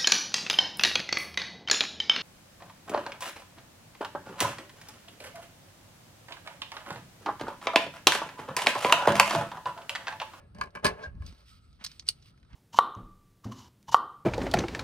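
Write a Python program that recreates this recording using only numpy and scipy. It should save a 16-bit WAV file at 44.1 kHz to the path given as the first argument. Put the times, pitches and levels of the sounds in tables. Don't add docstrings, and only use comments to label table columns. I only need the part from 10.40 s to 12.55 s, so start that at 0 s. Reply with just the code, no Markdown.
import sys
import numpy as np
from scipy import signal
from scipy.fft import rfft, irfft
from scipy.io import wavfile
from scipy.ndimage import uniform_filter1d

SR = 44100
rng = np.random.default_rng(int(sys.argv[2]) if len(sys.argv) > 2 else 0)


def unload_wav(signal):
    wavfile.write(
        sys.argv[1],
        SR,
        np.round(np.clip(np.atleast_2d(signal).T, -1, 1) * 32767).astype(np.int16),
    )


def ratio_of_db(decibels):
    return 10 ** (np.asarray(decibels, float) / 20)


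N = 94815
T = np.arange(N) / SR
STRIKE_N = 8192
BASS_HZ = 220


def colour(x, points):
    hz, db = np.array(points).T
    f = np.arange(x.shape[-1] // 2 + 1) * SR / x.shape[-1] + 1
    gain = ratio_of_db(np.interp(np.log(f), np.log(hz), db, left=-70, right=-70))
    y = irfft(rfft(x) * gain, x.shape[-1])
    return y / np.std(y)


def curve(rows):
    s, db = np.array(rows).T
    return ratio_of_db(np.interp(T, s, db))


def walk(rate):
    k = int(SR / rate)
    steps = np.repeat(rng.standard_normal(N // k + 1), k)
    w = uniform_filter1d(steps, k)[:N]
    return w / np.std(w)


def grit(spiky_db):
    return rng.standard_normal(N) * ratio_of_db(spiky_db * walk(400.))


def band(hz, width, size=N):
    b, a = signal.iirpeak(hz, hz / width, fs=SR)
    once = signal.lfilter(b, a, rng.standard_normal(size))
    y = signal.lfilter(b, a, once)
    return y / np.std(y)


def swell(centre_s, length_s, power):
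    return np.exp(-((T - centre_s) / length_s) ** power)


def decay(t60):
    return np.exp(-np.log(1000) * T[:STRIKE_N] / t60)


def ring(modes, cap_s=1.):
    hz, db, t60 = np.array(modes).T[:, :, None]
    level, detune, phase = rng.standard_normal((3, len(modes), 1))
    hz = hz * (1 + 0.008 * detune)
    tone = np.sin(2 * np.pi * hz * T[:STRIKE_N] + 2 * phase)
    y = np.sum(ratio_of_db(db + 2.2 * level) * decay(np.clip(t60, .003, cap_s)) * tone, axis=0)
    return y / np.abs(y).max()


def burst(hz, width, t60):
    return band(hz, width, size=STRIKE_N) * decay(t60)


def add(out, s, x, contact_s):
    y = x * (1 - np.exp(-(T[:len(x)] / max(contact_s, 3e-5)) ** 2))
    y = y * np.abs(x).max() / np.abs(y).max()
    i = int(s * SR)
    out[i:i + len(x)] += y[:N - i]


# time in seconds, level in dB.
RUMBLE = [(0, -71), (.18, -51), (.3, -66.5), (.44, -61), (.47, -48.5), (.55, -55), (.65, -60), (.7, -49),
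          (.74, -48), (.79, -45), (.87, -46), (.92, -51), (.96, -66), (1.2, -62), (2.1, -68), (2.15, -42.5)]
# frequency in Hz, level in dB.
STAND = [(20, -34.5), (35, -8.5), (55, 2), (80, -4.5), (170, -14), (260, -22.5), (400, -38)]
# frequency in Hz, level in dB.
AIR = [(15, -31), (25, -7), (87, 5), (796, -23.5), (4370, -35.5), (7310, -60), (8360, -33), (14000, -44.5),
       (16000, -54)]


def floor():
    mid, side = colour(rng.standard_normal((2, N)), STAND) * curve(RUMBLE) * ratio_of_db(0.78 * walk(25.))
    rumble = mid + ratio_of_db(-8.5) * side * np.array([[1], [-1]])
    air = colour(rng.standard_normal((2, N)), AIR)
    low = uniform_filter1d(air, size=101, axis=1)
    air = air - low + low[0]
    fan = np.array([band(1300, 190) for _ in range(2)])
    fan = fan * ratio_of_db(-76.5 + 3.15 * walk(28.0)) * (0.62 + swell(1.1, .26, 4))
    return rumble + ratio_of_db(-63.5 + 1.8 * walk(2.0)) * air + fan


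# time in seconds, level in dB.
SLIDE = [(0, -63), (.07, -76), (.14, -85), (.155, -64.5), (.2, -57), (.28, -62.5), (.32, -83.5), (.36, -53),
         (.42, -72.5), (.44, -42.5), (.5, -43.5), (.56, -57.5), (.6, -53), (.66, -51.5), (.71, -74),
         (.8, -74.5), (.83, -67), (.95, -77.5)]
# frequency in Hz, level in dB, t60 in seconds.
SHELL_MODES = [(1060.6, -0.5, 0.052), (1137, -3, 0.039), (1238, -9.5, 0.045), (1408, -11.5, 0.032),
               (1403, -15.5, .05), (1618, -0.5, 0.045), (1708, -4, .05), (2045, -13, 0.048),
               (2276, -9, 0.043), (2443, -13.5, 0.046), (2620, -12.5, .025), (2980, -8.5, 0.023)]
# frequency in Hz, level in dB, t60 in seconds.
BOARD_MODES = [(173, -3.5, 0.12), (239.4, 0.5, 0.085), (323, 1, 0.034), (392, -0.5, 0.11), (413, 1.5, 0.09),
               (529, -6, 0.073), (605.6, 0.5, 0.12), (748, -6.5, 0.059), (853, -2.5, 0.068),
               (900, -6, 0.11)]
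# frequency in Hz, level in dB.
CRACK = [(1800, -30.5), (2400, -5.5), (3400, -7.5), (4600, -0.5), (5800, -10.5), (8500, -9.5), (12500, -9),
         (16000, -33.5)]
# frequency in Hz, level in dB.
SCRAPE = [(900, -17), (2300, -3), (4500, 3), (6000, -5), (9000, -16.5), (12000, -19), (16000, -36)]


def slide():
    shell = signal.fftconvolve(grit(1.9), ring(SHELL_MODES, 0.06))[:N]
    boom = signal.fftconvolve(grit(1.9), ring(BOARD_MODES, 0.033))[:N]
    rubbing = shell / np.std(shell) + ratio_of_db(5) * boom / np.std(boom)
    rubbing += ratio_of_db(-15.5) * colour(grit(0.53), CRACK)
    rubbing += ratio_of_db(-4.5 + 0.4 * walk(68.0)) * band(820, 1700)
    lifted = np.clip((1.05 - T) / 0.015, 0, 1)
    squeak = ratio_of_db(-41) * swell(.652, 0.019, 4) * band(1610.5, 59)
    scrape = ratio_of_db(-53 + 2.5 * walk(151.5)) * swell(.64, 0.014, 2) * colour(grit(1.1), SCRAPE)
    return rubbing * curve(SLIDE) * lifted + squeak + scrape


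# start in seconds, shell peak in dB,
# crack in dB re shell, table boom in dB re shell, contact in milliseconds.
KNOCKS = [(0.1476, -57, -1, 2.5, 2.4), (0.185, -49, -4.5, 5.5, 0.8), (0.2113, -19.5, -11.5, -21, 2.25),
          (0.229, -35, -17, -19, 2.5), (0.2375, -37.5, -13, -6, 0.5), (0.257, -49, -7, 0.5, 2.9),
          (0.271, -45.5, -21, -4, 1.5), (.351, -32.5, -12, -9, 1.7), (0.3568, -35, -13, -7, 0.73),
          (0.37, -34.5, -21, -16.5, 2.4), (0.3887, -48.5, -15.5, -6.5, 2.1), (0.396, -47, -14, -5, 1.5),
          (0.4452, -24.5, 3.5, -8, 0.86), (0.4476, -16.5, -6.5, -4.5, 0.78), (0.4526, -16.5, -3, -9.5, 1.8),
          (0.4567, -24, -12, -4.5, 0.58), (0.4629, -25, -6.5, -6.5, 0.62), (0.4653, -19, -0.5, -6.5, 0.61),
          (.468, -19, -6, -13.5, 0.87), (0.4748, -28, -7.5, -8, 0.95), (0.479, -28.5, -4, -5, 1.8),
          (0.487, -32.5, -8, -6, 1.1), (.492, -33, -8, -2.5, 1.5), (0.5913, -44, -22, -7.5, 1.5),
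          (.821, -47.5, -9, -9, 0.81)]
# frequency in Hz, level in dB, t60 in seconds.
SMALL_MODES = [(1405, -22.5, 0.035), (2870, -11.5, 0.01), (4100, -11.5, 0.0037), (4558, 3.5, 0.009),
               (5090, -12.5, 0.011), (5790, -17.5, 0.0099), (8390, -7.5, 0.012), (9200, -17, 0.013),
               (9910, -15, 0.017)]


def knocks():
    out = np.zeros(N)
    for s, db, crack_db, boom_db, contact_ms in KNOCKS:
        contact_s = contact_ms / 1000
        add(out, s, ratio_of_db(db + 2.5) * ring(SHELL_MODES, .055), contact_s)
        add(out, s, ratio_of_db(db + boom_db + 0.5) * ring(BOARD_MODES, .14), contact_s)
        crack = colour(rng.standard_normal(STRIKE_N), CRACK) * decay(.025)
        rattle = ratio_of_db(2) * ring(SMALL_MODES)
        add(out, s, ratio_of_db(db + crack_db - 3.0) * (crack + rattle), contact_s / 3)
    return out


# start in seconds, peak in dB, frequency in Hz.
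THUMPS = [(0.152, -41, 193), (.447, -26.5, 151), (0.461, -32, 71.3), (0.669, -35, 70.7), (0.757, -36, 62.2),
          (0.805, -34, 77), (0.846, -35, 60.6), (0.924, -48.5, 247), (1.411, -48.5, 202),
          (1.69, -50.5, 353), (2.135, -42.5, 142)]


def thumps():
    out = np.zeros(N)
    for s, db, hz in THUMPS:
        tone = np.sin(2 * np.pi * hz * T[:STRIKE_N])
        add(out, s, ratio_of_db(db) * tone * decay(7.6 / hz), contact_s=0.0028)
    return out


# start in seconds, peak in dB, bright edge in dB re click,
# low tock in dB re click.
CLICKS = [(0.3052, -65, -13, -22), (0.751, -76, -1, -23), (0.8638, -41.5, -9.5, -30), (0.924, -56, -25, 1),
          (1.0842, -64, -7, -16.5), (1.3286, -64.5, -24, -8), (1.4128, -69, -16, 3),
          (1.4404, -38, -3.5, -6.5), (1.4447, -33, -1, -17.5), (1.4472, -34.5, -6.5, -7.5),
          (1.4481, -38.5, -5.5, -20), (1.4630, -29.5, -41, -14.5), (1.468, -42, -37, -26),
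          (1.5156, -45, -31, -10), (1.5952, -34, -25, -21.5), (1.623, -60, -18.5, 2.5),
          (1.6679, -50.5, -19.5, -17), (1.679, -37, -17, -19.5), (1.8244, -54, -21, -11),
          (1.976, -68, -12, 3.5), (1.999, -72, -3, -22.5), (2.0287, -71.5, -17.5, 15), (2.048, -70, -13, 7),
          (2.076, -88, -24.5, -10), (2.1072, -73, -14, 6), (2.13, -65, -25, 13.5)]
# frequency in Hz, width in Hz.
CLATTER = [(1500, 1900), (4700, 3000), (9500, 8000)]


def clicks():
    out = np.zeros(N)
    contact_s, snap_s, snap_contact_s = 0.00037, 1.6876, .0009
    for s, db, edge_db, tock_db in CLICKS:
        for (hz, width), rel_db in zip(CLATTER, (tock_db, 0, edge_db)):
            add(out, s, ratio_of_db(db + rel_db) * burst(hz, width, 0.029), contact_s)
    add(out, 1.6871, ratio_of_db(-18.5) * burst(9300, 2700, 0.011), contact_s / 3)
    add(out, snap_s, ratio_of_db(-9.5) * ring(SMALL_MODES, .012), snap_contact_s)
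    for (hz, width), rel_db in zip(CLATTER, (-16, 0, -5)):
        add(out, snap_s, ratio_of_db(-26.5 + rel_db) * burst(hz, width, 0.045), snap_contact_s)
    return out


# time in seconds, level in dB.
RUB = [(.78, -87), (.83, -66), (.88, -62), (.95, -68), (1.05, -72), (1.1, -62.5), (1.17, -68.5),
       (1.21, -75), (1.33, -73), (1.39, -80), (1.45, -55.5), (1.55, -65), (1.65, -74.5), (1.675, -56.5),
       (1.76, -72), (1.81, -72), (1.86, -61.5), (1.93, -80.5)]
# frequency in Hz, level in dB.
SKIN = [(410, -33.5), (700, -24), (1300, -9), (1600, -12.5), (4670, -4), (7200, -20.5), (8310, -14.5),
        (13900, -17.5), (16000, -26.5)]
PATCHES = [2260, 3030, 3800, 4845, 8100]


def rub():
    hiss = colour(grit(1.7), SKIN) * ratio_of_db(2.3 * walk(24.5))
    patches = sum(ratio_of_db(-13.5 + 5 * walk(30.0)) * band(hz, hz / 4) for hz in PATCHES)
    scuff = ratio_of_db(-54.5) * swell(1.421, 0.02, 2) * band(1380, 2800)
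    grip = ratio_of_db(-62 + 2.4 * walk(80.)) * swell(2.14, 0.039, 2) * band(1290, 1830)
    return (hiss + patches) * curve(RUB) + scuff + grip


def ports(x, phase, pan_db):
    f = np.arange(N // 2 + 1) * SR / N
    turn = np.exp(.5j * phase * f ** 4 / (f ** 4 + BASS_HZ ** 4))
    left = irfft(rfft(x) * turn, N) * ratio_of_db(pan_db / 2)
    right = irfft(rfft(x) / turn, N) * ratio_of_db(-pan_db / 2)
    return np.array([left, right])


def room(x):
    low_t60_s, top_t60_s, gap_s = 0.1, 0.099, 0.0022
    t = T[:16384]
    noise = rng.standard_normal((2, 16384))
    low = uniform_filter1d(noise, size=9, axis=1)
    tail = low * np.exp(-np.log(1000) * t / low_t60_s)
    tail += (noise - low) * np.exp(-np.log(1000) * t / top_t60_s)
    tail *= np.clip(t / gap_s - 1, 0, 1)
    tail = tail * ratio_of_db(-9.5) / np.sqrt(np.sum(tail ** 2) / 2)
    return signal.fftconvolve(x[None], tail)[:, :N]


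def scene():
    table = slide() + knocks()
    hands = clicks() + rub()
    no_bass = signal.butter(2, BASS_HZ, "high", fs=SR, output="sos")
    to_room = signal.sosfilt(no_bass, table + ratio_of_db(-6) * hands)
    direct = ports(table, 1.47, -.4) + ports(hands, 1.44, -2.8)
    return direct + room(to_room) + floor() + thumps()


def band_limit(x):
    return signal.sosfilt(signal.butter(12, 16410, fs=SR, output="sos"), x)


# frequency in Hz, level in dB.
MIC = [(25, -4.5), (60, 1.5), (6600, -.5), (7000, -10), (7500, -8), (7900, -1.5), (10600, -4), (11200, -22),
       (12200, -20.5), (12800, -4.5), (15200, -3.5), (16300, -12.5)]


def record(dry):
    hz, db = np.array(MIC).T
    f = np.arange(N // 2 + 1) * SR / N + 1
    gain = ratio_of_db(np.interp(np.log(f), np.log(hz), db, right=-60))
    mix = irfft(rfft(dry) * gain, N)
    return band_limit(mix)


dry = scene()
out = record(dry)
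unload_wav(out)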